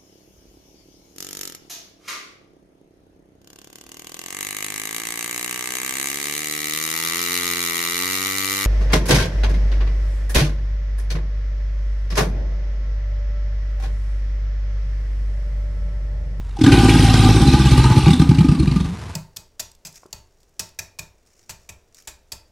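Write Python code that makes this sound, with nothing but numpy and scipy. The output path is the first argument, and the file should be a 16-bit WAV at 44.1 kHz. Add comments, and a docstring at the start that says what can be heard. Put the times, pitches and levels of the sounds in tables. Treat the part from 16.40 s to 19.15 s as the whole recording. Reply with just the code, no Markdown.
"""Alligator bellow in a pond

A bellow close by: two vocal folds flap at different rates and beat in a throb that first quickens, then slows.
The flaps ring chest, body and throat and chop a wet rasp of bubbles and hiss. Separate grunts, each a decaying
ring and a puff, open and close the bellow, and one falls within it; spurts and gurgles wet it, and soft sine
hums and a tremor sit below. Behind lie a faint centred echo from the banks, with fainter opposite-sign noise
tails left and right, a low outdoor rumble and the fine hiss of disturbed water.
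"""
import sys
import numpy as np
from scipy import signal
from scipy.fft import rfft, irfft
from scipy.io import wavfile
from scipy.ndimage import uniform_filter1d, minimum_filter1d

SR = 44100
rng = np.random.default_rng(int(sys.argv[2]) if len(sys.argv) > 2 else 0)


def file_out(sig):
    """Save sig as 16-bit WAV at sys.argv[1]."""
    # one column per channel
    cols = np.atleast_2d(sig).T
    # limit, then scale
    lim = np.clip(cols, -1, 1)
    pcm = np.round(lim * 32767).astype(np.int16)
    wavfile.write(sys.argv[1], SR, pcm)


N = 121275
T = np.arange(N) / SR

# Fold motion: (time [s], rate of the slow fold [Hz], throb rate [Hz]); the fast fold runs at their sum
FOLDS = [(0.27, 55.99, 16.77), (0.42, 55.01, 17.75), (0.58, 55.65, 21.06), (0.74, 54.08, 20.12),
         (0.9, 53.56, 17.43), (1.1, 51.71, 16.63), (1.3, 49.15, 15.62), (1.5, 47.81, 16.11),
         (1.66, 47.4, 15.82)]
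# Layers of the bellow: (time [s], chest [dB], body [dB], upper body [dB], throat [dB], rasp [dB])
LEVELS = [(.3, -12.5, -14, -23.5, -32, -33.5), (.42, -11, -10.5, -10, -21, -23.5),
          (.6, -11, -11, -19, -27.5, -24), (.85, -10, -7.5, -14.5, -22.5, -24),
          (1.1, -11.5, -11.5, -14, -28, -27), (1.3, -11, -11, -21.5, -26, -26.5),
          (1.46, -9.5, -7, -22.5, -31.5, -29), (1.52, -17, -7, -36, -20.5, -29),
          (1.548, -25, -23, -14, -33, -31.5), (1.58, -18, -5.5, -21.5, -27, -27),
          (1.64, -18, -21, -36, -34.5, -33.5)]
# Posture: (time [s], body resonance [Hz], first throat resonance [Hz], share of the fast fold [0-1])
POSTURE = [(.3, 118, 789.5, 0.1), (.65, 104, 794, 0.54), (.92, 107, 797, 0.05), (1.1, 130.5, 813, 0.95),
           (1.35, 121, 843, 0.53), (1.52, 135, 864, 0.45), (1.75, 129, 822, 0.7)]
# Exponent that narrows the throb: (at the start [1], at the end [1])
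THROB_SHARPNESS = [1.1, 7.1]
# Upper body resonances: (frequency [Hz], width of one filter stage [Hz], balance [dB])
UPPER_BODY = [(253.1, 74, 3.5), (302.8, 68, 0), (335.6, 26, -2.5)]
# Throat resonances before posture and waver: (frequency [Hz], width of one filter stage [Hz], balance [dB])
THROAT = [(815, 37, 8), (855, 77, -2.5), (971, 110, -9.5), (1198, 38.7, 2), (1498, 132, -10),
          (1649, 35, -13.5)]
# Relative colour of the rasp: (frequency [Hz], spectrum level [dB per Hz])
RASP_COLOUR = [(1000, -39), (1600, 6), (1750, -18), (1880, 3.5), (2060, -3), (2320, 2), (3560, 0.5),
               (3970, 2.5), (4980, -4), (5820, -5), (6730, -12.5), (9010, -9), (12600, -23), (13700, -45)]
# Grunts, levels before GRUNT_TRIM: (time [s], body [Hz], upper body [Hz],
# chest [dB], body [dB], upper body [dB], throat [dB], rasp [dB])
GRUNTS = [(0.187, 123, 323, -38, -31, -23.5, -32, -42), (0.211, 123, 284, -33, -18.5, -8, -28, -30),
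          (0.237, 109, 276, -23, -8, -5.5, -14.5, -22), (0.262, 155, 280, -18, -12, -5, -12, -25.5),
          (0.277, 144, 294.6, -24, -9.5, -3.5, -21, -30), (0.321, 126.4, 360, -37, -4.5, -10, -12.5, -15),
          (0.553, 158, 266.6, -18, -11, -4.5, -21.5, -43), (1.664, 134, 330, -25, -6, -12, -17.5, -27),
          (1.679, 170.4, 290, -17, -8.5, -23, -21, -27), (1.704, 159, 295, -9, -9, -29, -24.5, -26.5),
          (1.73, 148, 245, -27, -18, -10.5, -27, -28.5), (1.795, 157, 322, -2, -6.5, -16, -23, -28),
          (1.815, 165, 266.5, -10, -20, -9.5, -20.5, -29.5), (1.89, 136, 265, -12, -5.5, -23.5, -29, -29.5),
          (1.909, 172, 273, -16, -11.5, -10.5, -25, -38), (1.946, 147, 278, -12, -21, -41, -38, -34),
          (1.983, 130, 338, -10, -8.5, -18, -34, -28), (2.005, 170, 266, -30, -8.5, -26, -26.5, -35),
          (2.044, 162, 271, -26, -32, -8.5, -33.5, -36.5), (2.085, 139, 337, 1, -10, -23, -33, -34),
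          (2.114, 165.5, 250, -33, -10.5, -11, -30.5, -36.5), (2.148, 161, 256, -31, -36, -14.5, -36, -38),
          (2.195, 132, 316, -1, -13, -14.5, -40, -35.5), (2.227, 190, 230, -31, -15.5, -23, -35, -38.5),
          (2.272, 144, 287, 0.5, -12.5, -20, -35, -36), (2.312, 132.3, 256, -20, -16, -18, -46, -35),
          (2.359, 180, 277, -17, -12.5, -22, -33, -34.5), (2.402, 183, 255, -6, -18, -23.5, -37, -36.5),
          (2.444, 149, 297, -10.5, -21.5, -28.5, -37, -40)]
# Level added to every grunt: (chest [dB], body [dB], upper body [dB], throat [dB], rasp [dB])
GRUNT_TRIM = [-6.5, 5.5, 1, -0.5, 3]
# Wet spurts at the mouth: (time [s], level [dB])
SPURTS = [(.109, -49.5), (0.167, -41), (0.32, -21), (0.493, -20.5), (0.646, -24.5), (0.741, -15),
          (1.136, -23.5), (1.377, -21.5), (1.44, -22), (1.659, -27)]
# Gurgles in the throat: (time [s], centre pitch [Hz], level [dB])
GURGLES = [(0.168, 812, -31), (.26, 1590, -20.5), (0.284, 1540, -23), (.32, 1510, -16), (.319, 1910, -21.5),
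           (.318, 2206, -23.5), (0.34, 778, -19), (1.441, 899, -18), (1.458, 1225, -19.5),
           (1.657, 898, -19), (1.818, 1200, -34), (2.192, 4270, -30)]
# Gliding hums of the body: (start [s], end [s], start pitch [Hz], end pitch [Hz], level [dB])
HUMS = [(1.221, 1.52, 364.8, 205.9, -29), (1.598, 2.095, 82.1, 63.7, -22), (2.193, 2.509, 80, 41.1, -22.5),
        (2.444, 2.558, 147.5, 200, -25), (2.722, 2.805, 94.7, 92, -37)]
# Relative colour of the outdoor wash: (frequency [Hz], spectrum level [dB per Hz])
WASH_COLOUR = [(15, -45), (25, -15), (75, 20), (278, -10.5), (488, -11), (558, -17.5), (978, -11.5),
               (1090, -15), (1760, -18.5), (2500, -21.5), (6370, -28), (11200, -37), (15000, -60)]
# Gain of the hiss of the stirred water: (time [s], gain [dB])
STIRRED = [(0, -3), (.15, -3.5), (.3, 16), (2.5, 7), (2.75, 5.5)]

# Bellow and its flaps
START_S, END_S, FADE_S = 0.27, 1.65, 0.052
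THROB_DEPTH, FLAP_SPREAD_DB, FLAP_JITTER_S = 0.89, 2.2, 0.00023
CHEST_HZ, CHEST_WIDTH_HZ, BODY_WIDTH_HZ, BASS_CUT_HZ = 61.7, 55, 68, 16
UPPER_ROUGH, UPPER_TOP_HZ = 0.55, 405  # gain of puffed air in the upper body, and its low-pass
PUFF_S, PUFF_RISE_S, PUFF_BASE = 0.013, 0.0056, 0.8  # decay, rise, constant airflow under the puffs
# Throat
THROAT_CLICK, THROAT_LOW_HZ = 0.89, 720  # gain of the bare flaps, and the high-pass
THROAT_WAVER, THROAT_GROWTH_DB_PER_S = 0.024, 7  # waver is an rms share of the pitch
# Rasp
RASP_LOW_HZ, RASP_SIDE_LOW_HZ, RASP_SIDE_DB, RASP_LEAD_S = 1610, 3900, -11, 0.0081
PATCH_DB, PATCH_HZ, PATCH_S = 3, 250, 0.024  # patch strength, and its extent in pitch and time
PATCH_FRAME, PATCH_HOP = 256, 128  # samples
BUBBLE_S, SMOOTH_HISS = 0.0017, 1.2  # decay constant of a bubble, gain of the hiss under the bubbles
# Grunts
GRUNT_RISE_S, BODY_RISE_S, CHEST_RISE_S, GRUNT_PUFF_S = 0.0064, 0.0064, 0.0066, 0.0066
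GRUNT_CHEST_HZ, GRUNT_TAIL, GRUNT_TAIL_S = 60, 0.3, 0.023
OVERTONE_HZ, OVERTONE_WIDTH_HZ, OVERTONE_DB = 351.2, 29.6, -21
# Spurts, gurgles and body movement
PUFF_LEAD_S = 0.002  # air of grunts and spurts starts this much before the table time
SPURT_RISE_S, SPURT_THROAT = 0.0038, 1
GURGLE_RISE_S, GURGLE_WAVER_HZ = 0.0055, 45.9
HUM_FADE_S = 0.036
TREMOR_HZ, TREMOR_DB, TREMOR_END_S, TREMOR_FADE_S = 46.8, -21, 0.25, 0.097
# Pond and output
WASH_DB, RUMBLE_DB, RUMBLE_TOP_HZ, PATTER_DB = -31.5, -3.5, 180, 2.55  # WASH_DB is before the split
ECHO_DB, ECHO_LOW_HZ, SIDE_TAIL_DB, SIDE_TAIL_LOW_HZ = -6.5, 140, -26.5, 507
ECHO_T60_S, ECHO_DELAY_S = 0.42, 0.012
BASS_ROLLOFF_HZ, LIMIT_S, EDGE_HZ = 46.4, 0.0022, 13200


def bellow():
    """The sustained voice: flaps ring chest and body, and release puffs of air into throat and rasp."""
    pulses = flaps()
    fade_in = np.clip((T - START_S) / FADE_S, 0, 1)
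    fade_out = np.clip((END_S + FADE_S - T) / FADE_S, 0, 1)
    gate = fade_in * fade_out
    chest_g, body_g, upper_g, throat_g, rasp_g = (gate * amp(curve(LEVELS, column=k)) for k in range(1, 6))

    puff = (1 - np.exp(-T / PUFF_RISE_S)) * np.exp(-T / PUFF_S)
    puffs = steady(signal.fftconvolve(pulses, puff)[:N]) + PUFF_BASE
    air = unit(puffs * rng.standard_normal(N))

    chest = cut(resonate(pulses, CHEST_HZ, CHEST_WIDTH_HZ), BASS_CUT_HZ, "highpass")
    body = cut(resonate(pulses, curve(POSTURE, column=1), BODY_WIDTH_HZ), CHEST_HZ, "highpass")
    rough = unit(pulses) + UPPER_ROUGH * air
    upper = sum(amp(db) * resonate(rough, hz, width) for hz, width, db in UPPER_BODY)
    upper = cut(upper, UPPER_TOP_HZ, "lowpass")
    voice = throat(THROAT_CLICK * unit(pulses) + air)

    tone = chest_g * steady(chest) + body_g * steady(body)
    tone = tone + upper_g * steady(upper) + throat_g * steady(voice)
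    early_puffs = np.interp(T + RASP_LEAD_S, T, puffs)
    return tone + rasp(rasp_g * steady(early_puffs))


def flaps():
    """Pulses of two beating folds, strongest when they close together, uneven in time and strength."""
    running = T >= START_S
    slow = np.cumsum(curve(FOLDS, column=1) * running) / SR
    throb = np.cumsum(curve(FOLDS, column=2) * running) / SR
    sharpness = np.interp(T, [START_S, END_S], THROB_SHARPNESS)
    accent = 1 - THROB_DEPTH + THROB_DEPTH * abs(np.cos(np.pi * throb)) ** sharpness
    fast_share = np.clip(curve(POSTURE, column=3), 0, 1)
    out = np.zeros(N)
    for turns, share in ((slow, 1 - fast_share), (slow + throb, fast_share)):
        at = np.flatnonzero(np.diff(np.floor(turns)))  # one flap per full turn
        at = at[T[at] < END_S]
        late, size = rng.standard_normal((N // 100, 2))[:len(at)].T
        shift = (late * FLAP_JITTER_S * SR).astype(int)
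        out[at + shift] += share[at] * accent[at] * amp(FLAP_SPREAD_DB * size)
    return out


def throat(drive):
    """Narrow wavering air resonances; the lower two follow the posture, the fourth grows with time."""
    lift = curve(POSTURE, column=2) / THROAT[0][0]
    drift = uniform_filter1d(uniform_filter1d(rng.standard_normal(N), size=1100), size=700)
    waver = 1 + THROAT_WAVER * unit(drift)
    rings = np.zeros(N)
    for k, (hz, width, db) in enumerate(THROAT):
        pitch = hz * waver * (lift if k < 2 else 1)
        growth = THROAT_GROWTH_DB_PER_S * (T - 1.5) if k == 3 else 0
        rings += amp(db + growth) * resonate(drive, pitch, width)
    return cut(rings, THROAT_LOW_HZ, "highpass")


def rasp(envelope):
    """Bubbles and wet hiss, patchy in time and pitch, with side noise that differs in each ear."""
    mid = unit(shaped(bubbles() + SMOOTH_HISS * rng.standard_normal(N), RASP_COLOUR, RASP_LOW_HZ))
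    side = unit(shaped(rng.standard_normal(N), RASP_COLOUR, RASP_SIDE_LOW_HZ))
    stereo = mid + np.array([[1], [-1]]) * amp(RASP_SIDE_DB) * side
    z = signal.stft(stereo, nperseg=PATCH_FRAME)[2]
    # one random gain map for both ears, smoothed along pitch, then time
    field = rng.standard_normal(z.shape[1:])
    for axis, step in ((0, SR / PATCH_FRAME / PATCH_HZ), (1, PATCH_HOP / SR / PATCH_S)):
        field = signal.lfilter([1], [1, -np.exp(-step)], field, axis=axis)
    patches = amp(PATCH_DB * 2 * np.tanh(unit(field) / 2))  # soft limit at twice PATCH_DB
    return envelope * unit(signal.istft(z * patches)[1][:, :N])


def bubbles():
    """Dense fizz of tiny bursting bubbles, each a very short ring at a random pitch."""
    t = np.arange(600) / SR
    out = np.zeros(N + len(t))
    ring = t * np.exp(-t / BUBBLE_S)
    for when, pitch, size in rng.random((6000, 3)):
        hz = 1100 + 12000 * pitch
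        out[int(when * N):][:len(t)] += size * ring * np.sin(2 * np.pi * hz * t)
    return unit(out[:N])


def grunts():
    """Single slaps of the folds: each rings chest and body and puffs air through the throat."""
    ring, voiced, hissed, stirred = np.zeros((4, N))
    for s, body_hz, upper_hz, *levels in GRUNTS:
        chest_g, body_g, upper_g, throat_g, rasp_g = amp(np.add(levels, GRUNT_TRIM))
        partials = ((GRUNT_CHEST_HZ, chest_g, CHEST_RISE_S),
                    (body_hz, body_g, BODY_RISE_S),
                    (upper_hz, upper_g, GRUNT_RISE_S))
        for hz, gain, rise_s in partials:
            ring += np.sqrt(2) * gain * swell(s, rise_s) * np.sin(2 * np.pi * hz * (T - s))
        stirred += body_g * swell(s, BODY_RISE_S)
        voiced += throat_g * swell(s, GRUNT_RISE_S)
        hissed += rasp_g * swell(s - PUFF_LEAD_S, GRUNT_PUFF_S)
    # the grunts also stir the top body resonance
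    overtone = unit(resonate(rng.standard_normal(N), OVERTONE_HZ, OVERTONE_WIDTH_HZ, order=3))
    ring += amp(OVERTONE_DB) * stirred * overtone
    return ring + voiced * unit(throat(rng.standard_normal(N))) + rasp(hissed)


def spurts():
    """Short wet bursts of air that also ring the throat."""
    envelope = sum(amp(db) * swell(s - PUFF_LEAD_S, SPURT_RISE_S) for s, db in SPURTS)
    return rasp(envelope) + SPURT_THROAT * envelope * unit(throat(rng.standard_normal(N)))


def gurgles():
    """Larger pockets of air that ring in the wet throat, each with an unsteady pitch."""
    out = np.zeros(N)
    for s, hz, db in GURGLES:
        waver = GURGLE_WAVER_HZ * unit(uniform_filter1d(rng.standard_normal(N), size=120))
        out += amp(db) * swell(s, GURGLE_RISE_S) * np.sin(2 * np.pi * np.cumsum(hz + waver) / SR)
    return np.sqrt(2) * out


def hums():
    """Soft gliding sine tones of the trembling body."""
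    out = np.zeros(N)
    for start, end, from_hz, to_hz, db in HUMS:
        turns = np.cumsum(np.interp(T, [start, end], [from_hz, to_hz])) / SR
        fade = np.clip(np.minimum(T - start, end - T) / HUM_FADE_S, 0, 1)
        out += np.sqrt(2) * amp(db) * fade * np.sin(2 * np.pi * turns)
    return out


def tremor():
    """The body already shudders in the water before the sustained voice sets in: a low sine that fades."""
    fade = np.clip((TREMOR_END_S - T) / TREMOR_FADE_S, 0, 1)
    return np.sqrt(2) * amp(TREMOR_DB) * fade * np.sin(2 * np.pi * TREMOR_HZ * T)


def echo(animal):
    """A faint centred echo from the banks, with fainter opposite-sign noise tails left and right."""
    tails = rng.standard_normal((2, N)) * amp(-60 * T / ECHO_T60_S) * (T > ECHO_DELAY_S)
    mono = animal.mean(0)
    centre, side = (signal.fftconvolve(mono, tail / np.linalg.norm(tail))[:N] for tail in tails)
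    centre = amp(ECHO_DB) * cut(centre, ECHO_LOW_HZ, "highpass")
    side = amp(SIDE_TAIL_DB) * cut(side, SIDE_TAIL_LOW_HZ, "highpass")
    return centre + np.array([[1], [-1]]) * side


def wash():
    """Coloured noise split into low outdoor rumble and the pattering hiss of disturbed water."""
    air = amp(WASH_DB) * unit(shaped(rng.standard_normal(N), WASH_COLOUR, 30))
    rumble = signal.sosfiltfilt(signal.butter(2, RUMBLE_TOP_HZ, fs=SR, output="sos"), air)
    flicker = unit(uniform_filter1d(rng.standard_normal(N), size=150))
    patter = unit(amp(PATTER_DB * flicker))
    return amp(RUMBLE_DB) * rumble + (air - rumble) * patter * amp(curve(STIRRED, column=1))


def amp(db):
    """Decibels to gain."""
    return 10 ** (np.asarray(db) / 20)


def unit(x):
    """Scales to rms 1."""
    return x / np.sqrt(np.mean(x ** 2) + 1e-20)


def curve(table, column):
    """One column of a table, joined by straight lines in time."""
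    table = np.array(table)
    return np.interp(T, table[:, 0], table[:, column])


def shaped(x, points, low_hz):
    """Colours x by a spectrum and cuts the bass below low_hz."""
    hz = np.fft.rfftfreq(N, 1 / SR) + 1  # the offset avoids log(0)
    f, db = np.transpose(points)
    colour = amp(np.interp(np.log(hz), np.log(f + 1), db))
    bass_cut = np.sqrt(1 + (low_hz / hz) ** 10)
    return irfft(rfft(x) * colour / bass_cut, N)


def resonate(x, hz, width, order=2):
    """A resonance of gain 1 that can follow a pitch curve: shift to 0 Hz, smooth, shift back."""
    turn = np.exp(2j * np.pi * np.cumsum(hz * np.ones(N)) / SR)
    r = np.exp(-np.pi * width / SR)
    z = x / turn + 1e-18
    for _ in range(order):
        z = signal.lfilter([1 - r], [1, -r], z)
    return 2 * (turn * z).real


def steady(x):
    """Evens out the slow level of x and keeps its throb."""
    power = abs(uniform_filter1d(uniform_filter1d(x ** 2, size=7000), size=5000))
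    return x / np.sqrt(power + power.max() / 20)


def swell(s, rise_s):
    """Envelope of a slap or burst: swells to about 1, dies quickly and leaves a short tail."""
    age = np.maximum(T - s, 0)
    u = age / rise_s
    hump = (u * np.exp(1 - u)) ** 2
    tail = np.tanh(u) * np.exp(-age / GRUNT_TAIL_S)
    return (1 - GRUNT_TAIL) * hump + GRUNT_TAIL * tail


def cut(x, hz, kind):
    """Steep high-pass or low-pass without delay."""
    return signal.sosfiltfilt(signal.butter(4, hz, kind, fs=SR, output="sos"), x)


def scene():
    """The animal, its echo, the shudder of its body and the pond."""
    animal = bellow() + grunts() + spurts() + gurgles()
    return animal + echo(animal) + hums() + tremor() + wash()


def record(dry):
    """Bass roll-off, a fast peak limiter, then a steep treble limit."""
    x = cut(dry, BASS_ROLLOFF_HZ, "highpass")
    size = int(LIMIT_S * SR)
    gain = np.minimum(1, 1 / (abs(x).max(0) + 1e-9))  # shared by both ears
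    x = x * uniform_filter1d(minimum_filter1d(gain, size), size)
    lowpass = signal.firwin(511, EDGE_HZ, window=("kaiser", 9), fs=SR)
    return signal.oaconvolve(x, lowpass[None], "same")


dry = scene()
out = record(dry)
file_out(out)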